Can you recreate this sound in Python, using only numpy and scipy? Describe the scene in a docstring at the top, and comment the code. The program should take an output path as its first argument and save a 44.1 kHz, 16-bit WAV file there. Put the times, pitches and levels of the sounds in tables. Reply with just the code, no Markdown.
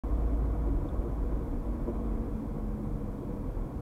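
"""Engine firing note inside a slowing car: a sine that booms, then sinks in pitch and level.
A drivetrain drone, also a sine, swells and falls in pitch as the car coasts.
Tyres on asphalt: shaped noise for the roar, narrow noise bands for tyre and cabin resonances.
Seams thump as short bursts of sines, dips boom low, trim chirps once as a noise burst; the microphone hisses."""
import sys
import numpy as np
from scipy import signal
from scipy.fft import rfft, irfft
from scipy.io import wavfile

SR = 44100
rng = np.random.default_rng(int(sys.argv[2]) if len(sys.argv) > 2 else 0)


def master_out(mix):
    """Clip the mix to full scale and print it as 16-bit PCM to the path in sys.argv[1]."""
    frames = np.transpose(np.atleast_2d(mix))
    ceiling = np.clip(frames, -1, 1)
    pcm = np.round(ceiling * 32767).astype(np.int16)
    wavfile.write(sys.argv[1], SR, pcm)


N = 168021
TIME = np.arange(N) / SR
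FREQS = np.maximum(np.arange(N // 2 + 1) * SR / N, 1)  # Hz; DC raised to 1 Hz for logs and ratios

# Microphone hiss spectrum: (frequency [Hz], relative density [dB])
HISS_SPECTRUM = [(1000, 2.5), (4000, 1), (7000, 0.8), (11000, 1), (14500, 0.7), (16000, -5)]
HISS_DB_RMS = -70

# Trim chirp
CHIRP_S, CHIRP_LENGTH_S = .891, .0038
CHIRP_HZ, CHIRP_WIDTH_HZ, CHIRP_PEAK_DB_RMS = 3510, 220, -64

# Road dips that heave the body: (time [s], peak level [dB rms], bell length [s])
ROAD_DIPS = [(.85, -37, .045), (1.584, -31.5, 0.047), (2.936, -35.5, 0.018), (3.6, -37, .05)]
HEAVE_HZ = 36

# Seams under the tyres: (time [s], level [dB], bell length [s])
ROAD_SEAMS = [(0.681, -36.5, .009), (.785, -43, 0.0091), (1.057, -40.5, 0.022), (1.325, -42, 0.0096),
              (1.891, -32.5, .011), (2.8, -46, 0.013), (3.231, -40, 0.0086)]
# Modes a seam rings: (frequency [Hz], level re seam [dB])
SEAM_MODES = [(280, -14), (350, 0), (460, -6), (580, -11), (680, -20), (1000, -19.5), (1190, -26)]
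MODE_SCATTER_DB = .5

# Tyre roar spectrum through the body: (frequency [Hz], relative density [dB])
ROAR_SPECTRUM = [(12, -23), (26, -14), (52, -6), (75, 0), (115, -4), (180, -7), (250, -5), (330, -10.5),
                 (410, -13.5), (580, -16), (880, -22), (1150, -26.5), (1450, -31), (1800, -38.5),
                 (2400, -43), (2750, -51.5), (4000, -58.5), (8000, -70)]
# Tyre and cabin resonances shaken by the road:
# (frequency [Hz], width [Hz], level at 0 dB rolling [dB rms], gain per dB of rolling [dB/dB])
ROAD_RESONANCES = [(38.7, 17, -37.5, 1), (90.7, 36, -48.5, 0.5), (139.1, 12.6, -48, -1.1),
                   (285.3, 34.6, -46, 1.5), (329, 40, -58.5, 4.5), (470.5, 39, -52.5, 0),
                   (483.2, 10, -54.5, 1.5), (570, 22, -64, -0.2), (665, 90, -65.5, 7.5), (983, 47, -62, 1),
                   (1091, 44, -62, 1.5), (1240, 38, -75.5, 6), (2230, 270, -77.5, 0.5),
                   (3310, 370, -82.5, 1)]
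# Rolling strength, lower overall as speed falls: (time [s], level [dB])
ROLLING_STRENGTH = [(0, 1.5), (.5, 1.5), (1.2, 0.84), (1.7, 0.5), (2.0, 1.16), (2.45, -.3), (2.7, -1),
                    (3.1, -1.1), (3.8, -1)]
ROAR_DB_RMS = -39.5  # at 0 dB rolling, before flicker
FLICKER_DB, FLICKER_HZ = .5, 26
BASS_SHARE, BASS_EDGE_HZ = .2, 210  # roar bass takes this share of the rolling changes

# Drivetrain drone: (time [s], pitch [Hz], level before waver [dB rms])
DRONE_CURVE = [(1.3, 239, -71), (1.5, 238, -50), (1.66, 236, -46.5), (1.78, 234, -44.5), (2.25, 223, -40.5),
               (2.55, 215, -44.5), (2.95, 208, -42.5), (3.25, 207, -46.5), (3.8, 201, -52.5)]
DRONE_WAVER_DB, DRONE_WAVER_HZ = 3.26, 7.1

# Engine firing pitch: (time [s], pitch [Hz])
FIRING_PITCH = [(0, 54), (.7, 54.5), (1.44, 51.46), (1.7, 49.5), (2.1, 48.26), (2.9, 42.83), (3.8, 37.77)]
# Engine firing level: (time [s], level [dB rms])
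FIRING_LEVEL = [(0, -33.5), (.27, -28.5), (.65, -31.5), (.92, -36.5), (1.38, -33), (1.62, -46.5),
                (2.15, -37), (2.8, -42), (3.8, -47)]

# Recording
START_S, OPEN_S, FADE_S = .036, .0005, .004
CUTOFF_HZ = 15800


def from_db(db):
    """Decibels to amplitude gain."""
    return 10 ** (np.asarray(db) / 20)


def rms_one(x):
    """Scale to unit rms."""
    return x / np.sqrt(np.mean(x ** 2) + 1e-20)


def in_time(rows):
    """Interpolate each column after the time column to every sample."""
    s, *columns = np.transpose(rows)
    return [np.interp(TIME, s, column) for column in columns]


def noise(gain):
    """Random-phase noise with the given gain per frequency; rms 1."""
    phases = 2 * np.pi * rng.random(len(FREQS))
    return rms_one(irfft(gain * np.exp(1j * phases), N))


def colour(points):
    """Gain per frequency through spectrum points, on a log frequency axis."""
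    hz, db = np.transpose(points)
    return from_db(np.interp(np.log(FREQS), np.log(hz), db))


def resonance(hz, width_hz):
    """Gain per frequency of a resonance applied twice, for steep skirts."""
    detuning = (FREQS ** 2 - hz ** 2) / (FREQS * width_hz * np.pi / 2)
    return 1 / (1 + detuning ** 2)


def drift(rate_hz):
    """Slow random signal; rms 1."""
    return noise(1 / (1 + (FREQS / rate_hz) ** 2))


def swell(s, length_s):
    """Bell envelope around time s; length is its standard deviation."""
    return np.exp(-.5 * ((TIME - s) / length_s) ** 2)


def tone(hz):
    """Sine of rms 1 that follows a pitch, from a random phase."""
    cycles = np.cumsum(hz * np.ones(N)) / SR + rng.random()
    return np.sqrt(2) * np.sin(2 * np.pi * cycles)


def microphone_hiss():
    """Steady coloured noise of the microphone."""
    return from_db(HISS_DB_RMS) * noise(colour(HISS_SPECTRUM))


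def trim():
    """Rubbing plastic excites a narrow band for one tiny chirp."""
    band = noise(resonance(CHIRP_HZ, CHIRP_WIDTH_HZ))
    return from_db(CHIRP_PEAK_DB_RMS) * swell(CHIRP_S, CHIRP_LENGTH_S) * band


def heaves():
    """Road dips set the body's lowest mode booming briefly."""
    return sum(from_db(db) * swell(s, length_s) * tone(HEAVE_HZ) for s, db, length_s in ROAD_DIPS)


def seams():
    """Each seam strikes the thump modes a little differently; they swell and fade together."""
    out = np.zeros(N)
    for s, db, length_s in ROAD_SEAMS:
        near = np.abs(TIME - s) < .1
        shape = swell(s, length_s)[near]
        for hz, mode_db in SEAM_MODES:
            scatter_db = MODE_SCATTER_DB * rng.standard_normal()
            gain = np.sqrt(2) * from_db(db + mode_db + scatter_db)
            out[near] += gain * shape * np.sin(2 * np.pi * (hz * TIME[near] + rng.random()))
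    return out


def tyres():
    """Asphalt texture drives a broad roar and the resonances of tyres and cabin."""
    rolling_db, = in_time(ROLLING_STRENGTH)
    flicker_db = FLICKER_DB * drift(FLICKER_HZ)
    roar = from_db(ROAR_DB_RMS) * noise(colour(ROAR_SPECTRUM))
    bass_gain = 1 / (1 + (FREQS / BASS_EDGE_HZ) ** 2) ** 2
    bass = irfft(rfft(roar) * bass_gain, N)
    out = from_db(BASS_SHARE * rolling_db) * bass
    out += from_db(rolling_db + flicker_db) * (roar - bass)
    for hz, width_hz, db, follows in ROAD_RESONANCES:
        level_db = db + follows * rolling_db
        if hz > BASS_EDGE_HZ:  # only these flicker
            level_db = level_db + flicker_db
        out += from_db(level_db) * noise(resonance(hz, width_hz))
    return out


def drivetrain():
    """Clean drone that sinks with road speed, its level wavering."""
    hz, db = in_time(DRONE_CURVE)
    return from_db(db + DRONE_WAVER_DB * drift(DRONE_WAVER_HZ)) * tone(hz)


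def engine():
    """Firing note booms in the cabin and fades as the throttle closes."""
    hz, = in_time(FIRING_PITCH)
    db, = in_time(FIRING_LEVEL)
    return from_db(db) * tone(hz)


def scene():
    """Sum of the sources as heard at the windscreen, one channel."""
    return (trim() + heaves() + seams() + tyres() + drivetrain() + engine())[None]


def record(dry):
    """Add hiss, open just after the start, close at the end, cut the top."""
    opening = np.clip((TIME - START_S) / OPEN_S, 0, 1)
    closing = np.clip((TIME[-1] - TIME) / FADE_S, 0, 1)
    gated = opening * closing * (dry + microphone_hiss())
    # order 10, ripple .1 dB, stopband 80 dB down
    lowpass = signal.ellip(10, .1, 80, CUTOFF_HZ, fs=SR, output="sos")
    return signal.sosfilt(lowpass, gated)


dry = scene()
out = record(dry)
master_out(out)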